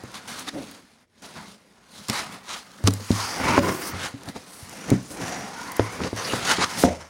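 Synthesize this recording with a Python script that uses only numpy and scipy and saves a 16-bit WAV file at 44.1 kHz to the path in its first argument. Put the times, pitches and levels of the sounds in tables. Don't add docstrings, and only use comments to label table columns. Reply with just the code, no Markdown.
import sys
import numpy as np
from scipy import signal
from scipy.fft import rfft, irfft, next_fast_len
from scipy.io import wavfile
from scipy.ndimage import uniform_filter1d, map_coordinates

SR = 44100
rng = np.random.default_rng(int(sys.argv[2]) if len(sys.argv) > 2 else 0)


def generate_wav(sig):
    pcm = np.round(np.clip(np.atleast_2d(sig).T, -1, 1) * 32767).astype(np.int16)
    wavfile.write(sys.argv[1], SR, pcm)


N = 312669

# pitch in Hz, seconds to fade by 60 dB.
WALL_NOTES = [(130, 0.15), (180, 0.14), (215, 0.05), (260, 0.12), (355, 0.049), (410, 0.08), (525, 0.14),
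              (700, 0.11), (1010, 0.045), (1440, 0.043), (2130, 0.11)]
EDGE_DB = 20
TOP_HZ = 15950


def drag():
    # frequency in Hz, relative level in dB.
    hiss_tone = [(1300, -7.5), (2200, -3), (3000, 0.5), (4600, 1.5), (6700, 0.5), (7800, -6), (9500, -6.5),
                 (14000, -52)]
    rub_tone = [(320, -12.5), (550, -8.5), (790, 0), (1180, -1.5), (2100, -3.5), (3000, -11.5), (3900, -26),
                (6600, -120)]
    rumble_tone = [(18, -61), (30, -9), (108, -2.5), (182, 3.5), (339, -3), (543, -2), (750, -9),
                   (980, -23.5), (1650, -120)]
    fizz_tone = [(5500, -30), (7800, -3), (9900, 0), (11300, -5), (12800, -12), (15200, -11), (16000, -16)]
    # time in seconds, low resonance in Hz,
    # its boost in dB, high resonance in Hz, pitch of the pressed wall in Hz, its boost in dB.
    hollows = [(0, 1070, -3, 4340, 230, 6), (.33, 1630, 3.5, 3700, 243, 7.5),
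               (.56, 565, -5, 3940, 300, 18.5), (.7, 700, -1, 4000, 263, 12),
               (2.1, 1196, 1.5, 4140, 202, 6.5), (2.53, 1220, 5, 3500, 221, 10),
               (3.15, 1190, 4, 5240, 220, 10.5), (3.33, 750, 9.5, 5400, 298, 3),
               (3.52, 990, 5, 4900, 320, 9.5), (3.77, 1060, 9.5, 6300, 361, 13),
               (4.06, 1590, 0, 3110, 261, 5), (4.9, 1980, 0, 6300, 253, 4), (5.2, 680, 9.5, 6300, 294, 5),
               (5.5, 756, 10.5, 5570, 250, 1.5), (5.58, 950, 10.5, 5400, 248, 4.5),
               (6.0, 1090, 2, 4730, 464, 6), (6.5, 1405, 5.5, 3660, 460, 1), (6.82, 1070, -7, 5630, 220, 6),
               (6.86, 900, 6.5, 6200, 620, 10.5)]
    low_hz, low_db, high_hz, wall_hz, wall_db = curves(hollows)
    hiss_db, rub_db, rumble_db, fizz_db = stroke_levels()
    jerk_db = 0.7 * wobble(35) + 1.3 * wobble(110)
    hiss = friction(hiss_tone, slips_per_s=3000, spread_db=3, smooth=0.63, patchy_db=1.3,
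                    peak_hz=high_hz, lift_db=np.full(N, 4.0), octaves=0.49)
    hiss *= amp(hiss_db + jerk_db)
    rub = friction(rub_tone, slips_per_s=900, spread_db=1, smooth=0.86, patchy_db=1.5,
                   peak_hz=low_hz, lift_db=low_db, octaves=0.12)
    rub = amp(rub_db + 0.41 * jerk_db) * box_walls(rub, lift_db=2)
    rumble_db += 0.48 * jerk_db + 0.47 * wobble(25)
    rumble = friction(rumble_tone, slips_per_s=400, spread_db=2, smooth=0.88, patchy_db=1.7,
                      peak_hz=wall_hz, lift_db=wall_db, octaves=0.25)
    fizz_db += 0.85 * jerk_db + 1.34 * wobble(27)
    fizz = friction(fizz_tone, slips_per_s=4000, spread_db=3.5, smooth=0.55, patchy_db=1.3)
    return hiss + rub + amp(rumble_db) * rumble + amp(fizz_db) * fizz


def stroke_levels():
    # time full strength is reached, then rise, hold and fall, all in seconds;
    # then hiss, rub, rumble and fizz in dB.
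    strokes = [(0.145, 0.017, 0.034, 0.056, -44.5, -40, -58, -51),
               (0.279, 0.012, 0.14, 0.043, -41, -41, -50, -48.5),
               (0.479, 0.016, 0.014, 0.0091, -36, -32, -44, -44.5),
               (0.54, 0.014, 0.052, 0.11, -64, -47.5, -34, -74),
               (1.226, 0.014, 0.046, 0.06, -48, -47.5, -50, -56),
               (1.363, 0.025, 0.017, 0.16, -50, -42, -42.5, -61),
               (1.976, 0.14, 0.012, 0.41, -46, -52, -53, -53.5),
               (2.09, 0.008, 0.11, 0.12, -33, -31, -40.5, -43),
               (2.34, 0.13, 0.0058, 0.12, -45.5, -42, -44, -53.5),
               (2.498, 0.049, 0.067, 0.075, -36.5, -37.5, -58, -48.5),
               (2.878, 0.029, 0.0075, 0.0086, -27.5, -27.5, -20.5, -35),
               (2.904, 0.022, 0.0081, 0.15, -46, -43.5, -36.5, -50),
               (3.194, 0.2, 0.014, 0.4, -34, -31.5, -41.5, -38.5),
               (3.474, 0.19, 0.12, 0.0067, -33.5, -23, -27.5, -45),
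               (3.646, 0.097, 0.051, 0.12, -37.5, -29.5, -25.5, -47),
               (3.872, 0.44, 0.019, 0.033, -41, -38.5, -70, -40.5),
               (4.06, 0.13, 0, 0.048, -31.5, -32, -52, -42.5),
               (4.286, 0.081, 0.0051, 0.035, -48, -41, -35, -50),
               (4.364, 0.017, 0, 0.029, -43, -37.5, -33.5, -50), (4.554, 0.13, 0, 0.44, -59, -71, -69, -47),
               (4.897, 0.047, 0.0097, 0.12, -43, -34.5, -26.5, -53),
               (5.117, 0.074, 0.031, 0.075, -46, -71, -39, -44),
               (5.226, 0.14, 0.098, 0.39, -41.5, -35.5, -33.5, -49),
               (5.733, 0.88, 0.21, 0.13, -47, -39.5, -45.5, -54),
               (6.022, 0.089, 0.054, 0.039, -42, -36.5, -31, -54.5),
               (6.169, 0.014, 0.21, 0.36, -37, -34, -35.5, -45), (6.51, 0.1, 0, 0.096, -20, -20, -31, -35),
               (6.613, 0.037, 0.03, 0.018, -23.5, -21, -30, -44),
               (6.67, 0.21, 0.15, 0.13, -45, -36, -53, -57),
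               (6.789, 0.051, 0.039, 0.071, -30, -37, -33.5, -34),
               (6.84, 0.006, 0.043, 0.11, -39.5, -34.5, -23.5, -65),
               (7.019, 0.087, 0, 0.1, -48.5, -44, -58, -68)]
    # time in seconds, hiss in dB, rub in dB.
    handling = [(0, -54, -49), (.62, -49.5, -49.5), (.77, -51.5, -51), (.82, -60, -60),
                (1.04, -67.5, -64.5), (1.065, -84, -82), (1.16, -68, -66), (1.3, -51.5, -50.5),
                (1.53, -51, -54.5), (1.59, -63, -62), (2., -70.5, -57.5), (2.82, -53, -52),
                (3.1, -45.5, -56.5), (4.05, -44, -35.5), (4.13, -54.5, -51.5), (4.57, -51, -51),
                (4.84, -46, -40.5), (5.06, -50.5, -63), (5.95, -46.5, -43), (6.15, -48, -45),
                (6.72, -40.5, -43.5), (7.09, -62, -58)]
    full_at, rise, hold, fall, *bands_db = np.transpose(strokes)[:, :, None]
    t = np.arange(0, N / SR, .001)
    before = np.maximum(full_at - t, 0) / rise
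    after = np.maximum(t - full_at - hold, 0) / fall
    shape_db = -EDGE_DB * (before + after)
    powers = [np.sum(amp(db + shape_db) ** 2, axis=0) for db in bands_db]
    stroke_power = np.array([np.interp(np.arange(N) / SR, t, power) for power in powers])
    hiss_db, rub_db = curves(handling)
    light_power = amp([hiss_db, rub_db, rub_db - 1, hiss_db - 8]) ** 2
    return 10 * np.log10(stroke_power + light_power)


def friction(tone, slips_per_s, spread_db, smooth, patchy_db, peak_hz=None, lift_db=0, octaves=1):
    slipping = rng.random(N) < slips_per_s / SR
    sizes = amp(spread_db * np.minimum(rng.exponential(size=N), 3.5))
    slips = slipping * sizes * rng.standard_normal(N)
    rub = np.sqrt(smooth) * rng.standard_normal(N) + np.sqrt(1 - smooth) * unit(slips)
    hz, t, spectrum = signal.stft(rub, SR, nperseg=1024)
    patches = uniform_filter1d(rng.standard_normal(spectrum.shape), size=10, axis=0)
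    patches = uniform_filter1d(patches, size=7, axis=1)
    colour = amp(patchy_db * unit(patches))
    if peak_hz is not None:
        frames = np.minimum((t * SR).astype(int), N - 1)
        distance = np.log2((hz[:, None] + 1) / peak_hz[frames]) / octaves
        colour *= amp(lift_db[frames] * np.exp(-distance ** 2))
    rub = signal.istft(spectrum * colour, SR, nperseg=1024)[1][:N]
    return unit(filtered(rub, lambda hz: amp(along(tone, hz))))


def box_walls(x, lift_db):
    note_hz, fade_s = np.transpose(WALL_NOTES)[:, :, None]
    half_width = np.log(1000) / (2 * np.pi * fade_s)

    def response(hz):
        peaks = 1 / (1 + ((hz - note_hz) / half_width) ** 2)
        return amp(lift_db * peaks.sum(axis=0))
    return unit(filtered(x, response))


def knocks():
    # start in seconds, dent level in dB, dent pitch in Hz, boom level in dB, boom pitch in Hz,
    # then wall ring and hardness (the crack), both in dB relative to the dent.
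    blows = [(0.038, -24.5, 255, -34, 129, -22, -15), (2.089, -21.5, 188, -46, 137, -2, -8),
             (2.099, -18.5, 175, -49, 133.4, -5.5, -8), (2.805, -36, 304, -60, 100, -4, -8),
             (2.84, -20, 253, -11, 100, -25, -12), (2.874, -17.5, 240, -50, 92, 6.5, -3),
             (2.999, -31, 450, -61, 99, -7, -16), (3.1056, -4, 200, -18, 104, -32, -25),
             (3.399, -24, 302, -32, 101, -2, 2), (3.489, -16.5, 206, -28, 95, 0, -9),
             (3.578, -2.5, 274, -22, 94.4, -6.5, -5.5), (3.936, -24.5, 178.8, -30.5, 93.5, -4, -3.5),
             (4.139, -34, 197, -34, 117, 5, -17), (4.275, -31.5, 233, -40.5, 110, -7, -5),
             (4.362, -26, 490, -64, 97, -7, -7), (4.626, -33.5, 104, -49, 95, -18, -26),
             (4.9169, -5, 256, -11.5, 126, -29, -43), (4.9243, -5, 248, -21, 135, -16, -41),
             (4.939, -10, 230, -40, 130, -18, -43), (5.7955, -1, 333, -18, 109, -18, -15),
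             (6.004, -25.5, 241, -32, 86.4, 0.5, 1), (6.13, -14.5, 283, -27.5, 110, -30, -19),
             (6.335, -10, 267, -27, 124, -27, -8), (6.584, -16.5, 220, -41, 92.6, -3.5, -5),
             (6.837, -1.5, 306, -20.5, 79.5, -4.5, -8.5)]
    out, t = np.zeros(N + SR), np.arange(SR // 2) / SR
    note_hz, fade_s = np.transpose(WALL_NOTES)[:, :, None]
    sign = (-1) ** np.arange(len(WALL_NOTES))[:, None]
    onset = 1 - np.exp(-t / 0.00064)
    for start, db, pitch_hz, boom_db, boom_hz, ring_db, hard_db in blows:
        firm = amp(0.36 * hard_db)
        cycles = pitch_hz * (t + 0.0012 * firm * onset)
        contact = 1 - np.exp(-cycles * 8 * firm)
        dent = fade(cycles, 3.1) * np.sin(2 * np.pi * cycles) * contact
        crack_cycles = 500 * t + 3.49 * (1 - np.exp(-t / 0.0032))
        crack = fade(t, 0.042) * np.sin(2 * np.pi * crack_cycles)
        scatter, detune = rng.standard_normal((len(WALL_NOTES), 2)).T[:, :, None]
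        note_db = -7 * np.log2(note_hz / pitch_hz) ** 2 + 4 * scatter
        notes = np.sin(2 * np.pi * note_hz * (1 + 0.05 * detune) * t)
        ring = np.sum(sign * amp(note_db) * fade(t, fade_s) * notes, axis=0) * contact
        boom_s = 0.36 / max(boom_hz / 100, 1) ** 4.4
        boom = amp(boom_db) * fade(t, boom_s) * np.sin(2 * np.pi * boom_hz * t) * onset
        blow = dent / np.abs(dent).max() + amp(ring_db) * ring / np.abs(ring).max() + amp(hard_db) * crack
        out[round(start * SR):][:len(t)] += amp(db) * blow + boom
    return out[:N]


def snaps():
    # start in seconds, level in dB before fading in and out, centre frequency in Hz.
    edges = [(.0355, -30, 6900), (.117, -31, 5500), (0.1431, -22.5, 3730), (.394, -17, 6500),
             (.712, -28, 9000), (1.221, -30, 4500), (2.084, -14, 6000), (2.098, -4, 4520),
             (2.716, -31, 4500), (2.839, -20, 5610), (2.8734, 3, 4500), (2.9067, -17, 5500),
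             (2.9368, -12.5, 6550), (3.045, -29, 5000), (3.1152, -13, 4600), (4.2338, -25, 5000),
             (4.257, -33, 5980), (4.287, -18, 4170), (4.694, -24, 6750), (4.902, -10.5, 5960),
             (5.718, -15.5, 9000), (5.7665, -15.5, 9000), (5.7947, -13, 2650), (6.0357, -13.5, 2550),
             (6.162, -19.5, 5570)]
    out, t = np.zeros(N + SR), np.arange(2048) / SR
    hz = np.fft.rfftfreq(len(t), 1 / SR) + 1
    shape = fade(t, 0.0093) * (1 - np.exp(-t / 0.0019))
    for start, db, centre_hz in edges:
        band = amp(-7 * np.log2(hz / centre_hz) ** 2)
        burst = unit(irfft(rfft(rng.standard_normal(len(t))) * band))
        out[round(start * SR):][:len(t)] += amp(db) * burst * shape
    return out[:N]


def whistles():
    # middle in seconds, top level in dB, half length in seconds, pitch in Hz,
    # glide in Hz per second, half width in Hz.
    swells = [(.487, -35, 0.015, 3680, 0, 250), (0.57, -38, 0.036, 640, 0, 120),
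              (3.273, -36.5, 0.2, 5050, 802, 800), (3.864, -40, 0.081, 5500, 8000, 800),
              (5.34, -45.5, .19, 5760, -6, 220), (5.63, -42, 0.14, 1430, -200, 60),
              (5.85, -44.5, 0.24, 2120, 1197, 110), (6.193, -38, 0.036, 6000, 0, 350),
              (6.253, -30.5, 0.015, 4960, 20000, 700), (6.307, -33.5, 0.033, 2840, 0, 300)]
    hz, t, spectrum = signal.stft(rng.standard_normal(N), SR, nperseg=512)
    middle, db, half_length, pitch, glide, width = np.transpose(swells)[:, :, None, None]
    distance = (hz[:, None] - pitch - glide * (t - middle)) / width
    band = np.exp(-distance ** 2) * np.sqrt(SR / width / np.sqrt(2 * np.pi))
    swell = amp(db - EDGE_DB * ((t - middle) / half_length) ** 2)
    return signal.istft(spectrum * np.sum(swell * band, axis=0), SR, nperseg=512)[1][:N]


def top_hiss(stops_at_s=3.915, rise_s=.9, fall_s=.015, above_hz=12000):
    t = np.arange(N) / SR - stops_at_s
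    level_db = -45 - EDGE_DB * (np.maximum(-t, 0) / rise_s + np.maximum(t, 0) / fall_s)
    hiss = filtered(rng.standard_normal(N), lambda hz: (hz < TOP_HZ) / (1 + (above_hz / (hz + 1)) ** 8))
    return amp(level_db + 1.4 * wobble(60)) * unit(hiss)


def room_echo(x):
    # frequency in Hz, seconds to fade by 60 dB.
    fade_times = [(150, 0.32), (1000, 0.12), (8000, 0.061)]
    hz, t, spectrum = signal.stft(rng.standard_normal(SR // 2), SR, nperseg=256)
    tail = signal.istft(spectrum * fade(t, along(fade_times, hz)[:, None]), SR, nperseg=256)[1]
    return signal.fftconvolve(np.pad(x, (200, 0)), tail / np.linalg.norm(tail))[:N]


def quiet_room():
    # frequency in Hz, relative level in dB.
    room_tone = [(18, -40), (30, 9), (215, -5), (616, -6), (962, -33), (1390, -20), (7470, -37),
                 (16000, -50)]
    return unit(filtered(rng.standard_normal(N), lambda hz: amp(along(room_tone, hz))))


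def amp(db):
    return 10 ** (np.asarray(db) / 20)


def fade(t, length):
    return amp(-60 * t / length)


def unit(x):
    return x / np.sqrt(np.mean(x ** 2) + 1e-20)


def along(points, hz):
    point_hz, values = np.transpose(points)
    return np.interp(np.log(hz + 1), np.log(point_hz + 1), values)


def curves(rows):
    times, *columns = np.transpose(rows)
    return [np.interp(np.arange(N) / SR, times, column) for column in columns]


def wobble(rate):
    return map_coordinates(rng.standard_normal(int(N * rate / SR) + 4), [np.arange(N) * rate / SR])


def filtered(x, response):
    size = next_fast_len(N + SR // 2)
    return irfft(rfft(x, size) * response(np.fft.rfftfreq(size, 1 / SR)), size)[..., :N]


def scene():
    hits = knocks() + snaps()
    background = amp(-69.5) * quiet_room()
    mono = hits + amp(-17) * room_echo(hits) + drag() + whistles() + top_hiss() + background
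    return np.tile(mono, (2, 1))


def record(dry):
    bass_cut = signal.sosfilt(signal.butter(3, 52, "highpass", fs=SR, output="sos"), dry)
    squeezed = bass_cut / (1 + np.abs(bass_cut / .9) ** 6) ** (1 / 6)
    return filtered(squeezed, lambda hz: hz < TOP_HZ)


dry = scene()
out = record(dry)
generate_wav(out)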